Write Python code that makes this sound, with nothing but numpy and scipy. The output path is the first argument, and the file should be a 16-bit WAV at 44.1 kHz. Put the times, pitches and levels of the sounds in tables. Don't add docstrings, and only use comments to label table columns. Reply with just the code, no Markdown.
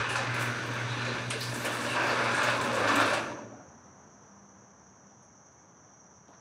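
import sys
import numpy as np
from scipy import signal
from scipy.fft import rfft, irfft
from scipy.io import wavfile
from scipy.ndimage import uniform_filter1d

SR = 44100
rng = np.random.default_rng(int(sys.argv[2]) if len(sys.argv) > 2 else 0)


def invert_db(x):
    u = np.asarray(x, float) / 20
    return 10 ** u


def unload_audio(sound):
    columns = np.transpose(np.atleast_2d(sound))
    steps = np.round(np.clip(columns, -1, 1) * 32767)
    wavfile.write(sys.argv[1], SR, steps.astype(np.int16))


N = 282284
STOP_S = 3.181

SHAKE_RANGES_HZ = [250, 600, 1350, 3200]
# [start_s, peak_db, ring_hz, top_end_db, t60_s]
ROLLER_CLANKS = [(0.093, -35, 9400, -57, .25), (0.1184, -37, 9800, -62, 0.31),
                 (0.1577, -38, 8400, -57, 0.3), (0.343, -37.5, 10300, -51, 0.22),
                 (0.395, -36, 8800, -48, .12), (.408, -37, 7600, -46, .3), (0.423, -38, 9400, -47, 0.45),
                 (0.6611, -55, 6600, -56, .4), (0.736, -48, 8700, -56, .4), (1.0504, -42, 7000, -68, .4),
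                 (1.3045, -25.5, 8600, -66, .13), (1.394, -46, 8800, -54, .2),
                 (1.4057, -36, 10700, -43, .3), (1.4299, -35, 10800, -56, .4),
                 (1.5411, -37.5, 7700, -53, 0.79), (1.65, -30.5, 8910, -42, 0.13),
                 (1.722, -46, 8150, -52, .2), (1.7425, -48, 8150, -52, .3), (1.808, -42, 7530, -57, .4),
                 (1.8417, -46, 7580, -60, .3), (1.9028, -39, 8280, -56, .3), (2.0294, -52, 9500, -54, .3),
                 (2.0673, -39, 6630, -54, 0.47), (2.2398, -44, 9000, -61, 0.37),
                 (2.3183, -39, 7290, -61, 0.41), (2.3476, -36, 8500, -61, 0.88),
                 (2.4337, -29.5, 6960, -46, .2), (2.499, -39, 8000, -56, 0.22),
                 (2.5586, -52, 9000, -60, 0.18), (2.6125, -34, 7800, -51, 0.22),
                 (2.6454, -41, 8440, -60, 0.27), (2.728, -42, 7820, -56, .2), (2.745, -39, 7820, -57, 0.45),
                 (2.868, -56, 8990, -59, .2), (2.884, -36, 7100, -52, 0.17),
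                 (2.9574, -27.5, 7800, -39, .17), (3.002, -34, 8460, -46, 0.23),
                 (3.0592, -39, 9400, -64, .3), (3.0999, -40, 9600, -62, 0.18), (3.133, -34, 8250, -56, .25)]


def rms_one(x):
    return x / np.sqrt(np.mean(x ** 2) + 1e-20)


def in_time(rows):
    s, *columns = np.transpose(rows)
    return [np.interp(np.arange(N) / SR, s, c) for c in columns]


def at_hz(points, hz):
    return np.interp(np.log(hz), np.log(np.array(points)[:, 0]), np.array(points)[:, 1])


def drift(rate):
    r = np.exp(-80 * np.pi * rate / SR)
    slow = signal.lfilter([1], [1, -2 * r, r * r], rng.standard_normal(N // 40 + 2002))
    slow = slow[2000:]
    return np.interp(np.arange(N) / 40, np.arange(len(slow)), rms_one(slow))


def band(x, low_hz, high_hz, order=2):
    edges_hz = [low_hz, min(high_hz, .45 * SR)]
    return signal.sosfilt(signal.butter(order, edges_hz, "band", fs=SR, output="sos"), x)


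def resonate(x, hz, width_hz):
    r = np.exp(-np.pi * width_hz / SR)
    poles = [1, -2 * r * np.cos(2 * np.pi * hz / SR), r * r]
    return signal.lfilter(np.array([1, 0, -1]) * (1 - r * r) / 2, poles, x)


def colour(x, spectrum):
    hz = np.maximum(np.fft.rfftfreq(N, 1 / SR), 1)
    return rms_one(irfft(rfft(x) * invert_db(at_hz(spectrum, hz)), N))


def tone(hz):
    return np.sqrt(2) * np.sin(2 * np.pi * np.cumsum(hz) / SR)


def grains(per_s, spread_db):
    sizes = invert_db(spread_db * np.minimum(rng.exponential(1, N), 5)) * rng.choice([-1, 1], N)
    return rms_one(sizes * (rng.random(N) < per_s / SR))


def add(out, s, x):
    i = round(s * SR)
    out[i:i + len(x)] += x[:N - i]


def decays(s, sizes, t60):
    steps = np.zeros(N)
    steps[(np.asarray(s) * SR).astype(int)] = sizes
    return signal.lfilter([1], [1, -invert_db(-60 / (t60 * SR))], steps + 1e-18)


def height():
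    return np.clip(np.arange(N) / SR / STOP_S, 0, 1)


def after_stop(t60):
    return -60 * np.maximum(np.arange(N) / SR - STOP_S, 0) / t60


def burst(t60, rise_s):
    t = np.arange(SR // 4) / SR
    bounces = invert_db(2.0 * np.repeat(rng.standard_normal(len(t) // 300 + 1), 300)[:len(t)])
    bounces[:450] = invert_db(2.0)
    early = uniform_filter1d(bounces, size=80) * invert_db(-60 * t / t60)
    room = invert_db(-20.0 - 60 * t / 0.45)
    attack = 1 - np.exp(-t / rise_s)
    fade_out = np.minimum(1, 20 * (t[-1] - t))
    return rng.standard_normal(len(t)) * attack * (early + room) * fade_out


def many_modes(x):
    ripple_db, ripple_hz = 1.8, 40
    hz, spectrum = np.fft.rfftfreq(N, 1 / SR), rfft(x)
    ripples = ripple_db * rng.standard_normal((2, int(hz[-1] / ripple_hz) + 2))
    low, high = (irfft(spectrum * invert_db(np.interp(hz / ripple_hz, np.arange(len(r)), r)), N)
                 for r in ripples)
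    blend = np.sin(2.5 * np.pi * height()) ** 2
    return blend * low + (1 - blend) * high


def night():
    # [pitch_hz, density_db_per_hz]
    wash_spectrum = [(18, -70), (38, -45), (60, -11), (90, 0), (192, 0), (277, -4.5), (467, -6.5),
                     (970, -5), (1590, -11.5), (2400, -25), (3500, -34), (4800, -36), (7650, -39.5),
                     (15500, -60)]
    # [start_s, level_db]
    wash_level = [(3.8, -55), (4.09, -56), (4.45, -57), (5.45, -59), (5.71, -58), (6.2, -59.5)]
    # [start_s, level_db]
    engine_level = [(3.8, -69), (4.23, -73.5), (4.36, -60.5), (4.95, -76), (5.08, -63.5), (5.36, -80),
                    (6.4, -74)]
    wash = colour(rng.standard_normal(N), wash_spectrum)
    wash = wash * invert_db(in_time(wash_level)[0] + 0.38 * drift(9.3))
    engine_db = in_time(engine_level)[0] + 2.0 + 2.0 * drift(13)
    return wash + invert_db(engine_db) * tone(197 + 4.1 * drift(5.92))


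def singer(faster, unsteady, centre, wide, fade_db):
    # [start_s, strokes_per_s]
    wing_strokes = [(0, 165.75), (4.3, 165.7), (5.2, 165.45), (6.4, 165.3)]
    cycles = np.cumsum(faster * in_time(wing_strokes)[0] * (1 + unsteady * drift(2.5))) / SR
    out = 0
    for k in range(round(centre) - 3, round(centre) + 7):
        wing_db = -14 * np.log10(1 + ((k - centre) / wide) ** 4) + fade_db * drift(5.0)
        hushed_db = -40 * (k < 36 and faster == 1)
        out = out + invert_db(wing_db + hushed_db) * np.sin(2 * np.pi * (k * cycles + rng.random()))
    return rms_one(out)


def insects():
    # [start_s, level_db]
    chorus_level = [(0, -55.5), (.6, -53), (1.2, -54.5), (3.2, -52), (3.6, -61), (4.2, -61), (5, -61),
                    (5.7, -61), (6.4, -61.5)]
    # [pitch_hz, density_db_per_hz]
    far_spectrum = [(4000, -45), (5000, -27), (5250, -18), (5450, -14), (5700, -2), (5840, 2), (5910, -3),
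                    (6050, -2), (6200, -5), (6400, -10), (6900, -16), (7050, -27), (7800, -32),
                    (10000, -60)]
    near = singer(1, .00016, 37.6, 2.1, fade_db=2.5) * invert_db(-6.0)
    other = singer(1.0057, .0009, 35.8, 1.8, fade_db=4) * invert_db(-11)
    throb = 1 + 0.15 * np.sin(2 * np.pi * 32.0 * np.arange(N) / SR + 2 * drift(2.4))
    far = colour(rng.standard_normal(N), far_spectrum) * throb * invert_db(1.3 * drift(17))
    whistle = resonate(resonate(rng.standard_normal(N), 2200, 25), 2200, 25)
    whistle = rms_one(whistle) * invert_db(-27 + 2.5 * drift(5))
    low_singer = rms_one(band(rng.standard_normal(N), 2900, 3600)) * invert_db(-25 + 2.0 * drift(9))
    return invert_db(in_time(chorus_level)[0]) * (near + other + invert_db(-3.5) * far + whistle + low_singer)


def chirps():
    # [centre_s, level_db]
    notes_sung = [
        (5.885, -66),
        (5.945, -62),
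        (6.005, -59),
        (6.065, -59),
    ]
    pitch_hz, length_s = 5800, 0.04
    out, size = np.zeros(N), round(length_s * SR)
    for s, db in notes_sung:
        add(out, s - length_s / 2, invert_db(db) * np.hanning(size) * tone(np.full(size, pitch_hz)))
    return out


def ticks():
    # [start_s, peak_db, centre_hz, width_octaves, t60_s]
    knocks = [(0.155, -31.5, 5440, 0.83, 0.31), (1.405, -29.5, 4400, 0.51, 0.43),
              (1.642, -30, 550, 0.57, .15), (1.652, -28.5, 2580, 0.44, .1), (2.878, -27.5, 3970, 1.4, 0.15),
              (5.222, -70, 9380, 0.3, .15), (5.525, -74, 8000, 1, .06), (6.281, -47.5, 430, 1.5, 0.12),
              (6.277, -61, 2200, 1.8, 0.5), (6.279, -77, 8000, 1, .4), (1.33, -35, 480, .7, .1),
              (1.303, -33, 2500, .8, .05), (6.33, -65, 3000, 1.2, .12), (6.3, -49, 800, 1, 0.15),
              (6.324, -52, 1400, 0.71, 0.25), (6.375, -51, 800, 1, 0.11)]
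    out = np.zeros(N)
    for s, db, hz, octaves, t60 in knocks:
        half_width = 2 ** (octaves / 2)
        tick = band(burst(t60, rise_s=0.0052), hz / half_width, hz * half_width, order=3)
        add(out, s, invert_db(db) * tick / np.abs(tick).max())
    return out


def motor():
    # [start_s, pitch_hz, level_db, octave_db]
    hum = [(0.0, 117, -35, -34.5), (0.01, 116.9, -42.5, -57), (0.23, 120.5, -41.5, -47.5),
           (.6, 120, -39.5, -49), (1.0, 119.6, -36.5, -51), (1.08, 121.2, -39, -42),
           (1.25, 121.6, -38, -49.5), (1.55, 120.3, -43.5, -49), (1.92, 120.3, -48.5, -47),
           (2.3, 119.8, -44.5, -42), (2.45, 119.8, -45, -47), (2.74, 119.5, -45, -51),
           (2.81, 111, -43.5, -50), (2.89, 110.2, -44, -49.5), (3.04, 111, -45.5, -52),
           (3.1, 109.4, -50, -54), (3.24, 118, -52, -50), (3.4, 112, -56, -52), (3.6, 114, -67, -60)]
    hz, level_db, octave_db = in_time(hum)
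    power = np.clip((3.7 - np.arange(N) / SR) / 0.13, 0, 1)
    first = invert_db(level_db - .5 + 3.2 * drift(9.0)) * tone(hz)
    second = invert_db(octave_db - 1.5 + 3 * drift(14)) * tone(2 * hz + 1.47 * drift(9.0))
    return power * (first + second)


def squeaks():
    # [start_s, length_s, start_hz, end_hz, level_db]
    groans_and_squeaks = [(.0, 0.16, 1847, 1724, -45), (.05, 0.34, 858, 800, -44), (.27, 0.45, 1560, 1500, -40),
                          (0.701, 0.17, 1613, 1518, -41.5), (1.948, 0.16, 1578, 1622, -34),
                          (2.044, 0.65, 1414, 1445, -37.5), (2.298, 0.17, 1698, 1590, -33.5),
                          (2.329, 0.29, 628.5, 564.4, -36.5), (2.451, 0.24, 1047, 1007, -36),
                          (2.618, 0.27, 563, 509.5, -35.5), (2.718, 0.17, 1006, 1301, -37),
                          (2.795, 0.34, 278.5, 284, -35), (2.871, 0.071, 1073, 1300, -33),
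                          (2.975, 0.07, 1070, 1340, -42), (2.979, 0.23, 600, 581, -35.5),
                          (1.039, 0.18, 382, 342, -47), (1.321, 0.061, 475, 439, -40),
                          (1.64, 0.062, 559.5, 525, -41), (2.1, 0.37, 846, 906, -43.5),
                          (.14, .12, 570, 531, -40.5), (1.05, 0.098, 530, 502, -41.5),
                          (1.952, 0.076, 1060, 1030, -35), (1.65, 0.082, 1500, 1463, -44),
                          (2.359, .12, 1190, 1203, -40), (3.0, .06, 1280, 1312, -35), (3.3, .15, 567, 600, -56),
                          (3.478, 0.22, 737, 760, -59), (3.524, 0.13, 1420, 1390, -61),
                          (3.44, .26, 620, 605, -60), (3.4, .25, 250, 290, -55), (3.7, .25, 255, 240, -62),
                          (3.34, .08, 990, 970, -52), (2.9, .06, 1040, 1060, -35), (2.97, .07, 1250, 1270, -35),
                          (2.8, .1, 560, 570, -36), (1.3, .09, 2150, 2100, -45), (1.68, .2, 1150, 1100, -46),
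                          (1.32, .1, 2850, 2750, -48), (1.8, .15, 1700, 1650, -42), (.28, .03, 1600, 1580, -40),
                          (.16, .07, 800, 780, -43),
                          (.0, 0.24, 2590, 2520, -43), (0.255, .3, 2530, 2357, -44), (.0, .25, 2896, 2800, -45.5),
                    (.1, .6, 2075, 2022, -46), (0.756, 0.12, 2200, 2100, -44),
                    (0.873, 0.094, 3800, 3850, -45.5), (0.951, 0.21, 4100, 4000, -50.5),
                    (1.046, 0.045, 2600, 2300, -42), (1.051, .08, 4200, 3880, -46.5),
                    (1.301, 0.032, 2850, 2820, -46), (2.468, 0.06, 2600, 2600, -42),
                    (2.08, .03, 12600, 12500, -61), (1.114, 0.032, 2500, 2490, -47),
                    (1.446, 0.23, 10800, 11000, -68), (1.533, 0.14, 12400, 12600, -56),
                    (1.585, 0.23, 12700, 12500, -65), (1.681, .28, 8530, 8400, -57),
                    (1.653, .032, 2470, 2930, -42), (1.838, 0.16, 2880, 2706, -39.5),
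                    (1.856, .115, 3780, 3800, -47.5), (1.905, .05, 9000, 9000, -51),
                    (1.973, .144, 2700, 2400, -41.5), (2.064, .04, 14000, 13000, -67),
                    (2.085, .05, 4360, 4700, -42.5), (2.204, 0.14, 2260, 2500, -40.5),
                    (2.425, 0.035, 14600, 14600, -61), (2.474, 0.047, 2300, 3600, -43)]
    out = np.zeros(N)
    for start, length, from_hz, to_hz, db in groans_and_squeaks:
        size = round(length * SR)
        rough_hz = 8 + 0.013 * from_hz / length ** 0.25
        r = np.exp(-4 * np.pi * rough_hz / SR)
        noise = rng.standard_normal((2, size + 3000))
        slip = [1, 1j] @ signal.lfilter([1], [1, -2 * r, r * r], noise)[:, -size:]
        phase = 2 * np.pi * np.cumsum(np.linspace(from_hz, to_hz, size)) / SR
        slide = rms_one(np.real(slip * np.exp(1j * phase)))
        add(out, start, invert_db(db) * signal.windows.tukey(size, .7) * slide)
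    return out


def grit():
    # [start_s, level_db]
    grinding = [(0.0, -65), (0.36, -61), (0.59, -61), (1.36, -59.5), (1.51, -50), (1.73, -49.5),
                (2.01, -54.5), (3.02, -52), (3.12, -53)]
    stir_db, stir_t60_s = -23, 0.23
    s, db, _, top_db, _ = np.transpose(ROLLER_CLANKS)
    grind_db = in_time(grinding)[0] - 1.3
    crunch = many_modes(rng.standard_normal(N) + 0.59 * grains(1800, spread_db=0.5))
    low_size = invert_db(grind_db) + decays(s, invert_db(db + stir_db), stir_t60_s)
    low = low_size * rms_one(band(crunch, 4500, 10580, order=5))
    grind_top = invert_db(grind_db - 14 + 0.29 * (grind_db + 51))
    top_size = grind_top + decays(s, invert_db(top_db + stir_db + 3.5), 1.5 * stir_t60_s)
    high = top_size * rms_one(band(crunch[::-1], 10200, 16500))
    uneven = invert_db(1.5 * drift(20))
    return invert_db(after_stop(0.5)) * uneven * (low + high)


def clanks():
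    out = np.zeros(N)
    chance = rng.random((len(ROLLER_CLANKS), 6))
    for (s, db, hz, top_db, t60), places in zip(ROLLER_CLANKS, chance):
        crack = burst(np.clip(t60, .06, .6), rise_s=.002)
        chance_rings = sum(resonate(crack, 6500 + 4000 * k, 270) for k in places[:3])
        rings = resonate(crack, hz, 430) + 0.21 * chance_rings
        mid = band(crack, 6000, 10800, order=3) + 2.5 * rings
        mid = band(mid, 3000, min(hz + 1700, 11300), order=4)
        other = crack * rng.choice([-1, 1], len(crack))
        thin = other * invert_db(-60 * np.arange(len(other)) / SR / 0.87)
        top_rings = sum(resonate(thin, 11000 + 4700 * k, 300) for k in places[3:])
        top = band(thin, 10000, 15300) + .9 * top_rings
        body_db = -39 + 0.55 * (db + 29)
        body = invert_db(min(body_db, -34) + 2) * band(other, 2800, 6500)
        add(out, s - .003, invert_db(db - 9.5) * mid + invert_db(top_db - 2.5) * top + body)
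    return out


def shaking():
    # [start_s, strength_db, looseness_db_per_octave]
    door_shake = [(0.0, -35, 0.5), (0.3, -36, 0.5), (0.5, -37, 0.5), (0.85, -38, 1.2), (1.12, -36, 1.6),
                  (1.28, -42.5, 0.5), (1.64, -39.5, 1.7), (1.655, -33, 1), (1.93, -34, 1.3),
                  (1.97, -29.5, 0.1), (2.3, -29, 1), (2.5, -28, 2.5), (2.58, -34, 0.4), (2.75, -31.5, 1),
                  (2.86, -26.5, 0), (3.02, -26, 2), (3.2, -31, -0.2)]
    # [start_s, extra_db,
    # sharpness_db_per_octave]
    panel_jolts = [(0.0, 5, 0.5), (0.153, 3.5, 1.5), (.291, 0, 0), (.362, 3, .2), (0.409, 3.5, .5),
                   (.597, -0.5, -0.5), (.679, 1.5, -2), (.761, 2.5, -1.8), (1.048, 1.5, -0.3),
                   (1.148, 3, -1.5), (1.306, 4, 5), (1.527, 4, -2.5), (1.645, 1, -1), (1.951, 1, 1.5),
                   (2.1, 1.5, -0.5), (2.219, 0.5, -0.5), (2.324, 1, -0.5), (2.469, 2.5, -0.6), (2.612, 2, 0),
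                   (2.645, 2.5, -1.5), (2.678, -1, -0.4), (2.722, 0.5, -.5), (2.874, 2.5, 1.5),
                   (2.998, 4, -1), (3.137, 3.5, 1), (3.345, 2, -1), (3.49, 1, -0.5)]
    swing_share = [0.14, 0.73, 1.085, 0.58]
    rise_with_height = [2.5, 5, -4, 0.5]
    garage_ring = [1.6, 1.09, 0.9, 0.63]
    late_db, late_longer = -11, 1.6
    strength, loose = in_time(door_shake)
    s, db, sharp = np.transpose(panel_jolts)
    jolt_t60 = 0.051 * np.log(1000)
    swing = strength - strength[:3 * SR].mean() + decays(s, db, jolt_t60)
    loose = loose + decays(s, sharp, jolt_t60)
    swing = uniform_filter1d(swing, size=120)
    loose = uniform_filter1d(loose, size=120)
    levels = []
    for hz, share, rise, t60 in zip(SHAKE_RANGES_HZ, swing_share, rise_with_height, garage_ring):
        moving = share * swing + loose * np.log2(hz / 1000) + rise * (height() - .5)
        ring_out = np.maximum(after_stop(t60), late_db + after_stop(late_longer * t60))
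        levels.append(moving + ring_out)
    return levels


def panels():
    # [pitch_hz, density_db_per_hz]
    steel_spectrum = [(26, -66), (45, -25), (92, -15), (120, -7.5), (165, -11.5), (244, -7.5), (396, -6.5),
                      (579, -.5), (746, -8), (1000, -3.5), (1700, -6), (1930, -13.5), (2250, -11.5),
                      (2850, -14.5), (3100, -19.5), (4890, -21.5), (7000, -31.5), (9100, -32.5)]
    # [pitch_hz, width_hz, level_db]
    resonances = [(285.7, 11.4, 5.5), (600, 250, -2), (1030, 19, 1), (1340, 70, 0.5), (1560, 150, 2.5),
                  (1770, 61, 5), (2530, 520, 3), (3530, 920, 5.5)]
    drive = colour(rng.standard_normal(N) + 0.8 * grains(1500, spread_db=2.5), steel_spectrum)
    steel = drive + sum((invert_db(db) - 1) * resonate(drive, hz, width) for hz, width, db in resonances)
    steel = many_modes(steel)
    shake = np.array(shaking())
    shake -= 10 * np.log10(np.mean(invert_db(2 * shake[:, :3 * SR]), axis=1, keepdims=True))
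    edges = 45 * 2 ** (np.arange(24) / 3)
    out, together = 0, drift(11)
    heard = 4 * SR
    for i, (low, high) in enumerate(zip(edges, edges[1:])):
        place = np.interp(np.log(low * high) / 2, np.log(SHAKE_RANGES_HZ), np.arange(4))
        swell_db = sum((1 - abs(place - k)) * shake[k] for k in range(4) if abs(place - k) < 1)
        swell_db = swell_db + 0.37 * together + 0.4 * drift(14) + 0.8 * drift(3.7)
        sign = (-1) ** i
        out = out + sign * invert_db(swell_db[:heard]) * band(steel[:heard], low, high)
    settle = np.clip((4.0 - np.arange(N) / SR) / 0.6, 0, 1)
    return invert_db(-34) * settle * np.pad(out, (0, N - heard)) / np.std(steel)


def scene():
    background = night() + insects() + chirps()
    door = ticks() + motor() + squeaks() + grit() + clanks() + panels()
    return (background + door)[None]


def roll_off(x):
    return signal.sosfilt(signal.butter(12, 15840, fs=SR, output="sos"), x)


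def record(dry):
    heard = band(dry, 50, 19000, order=3)
    heard = signal.sosfilt(signal.cheby2(24, 60, 15950, fs=SR, output="sos"), heard)
    return roll_off(heard)


dry = scene()
out = record(dry)
unload_audio(out)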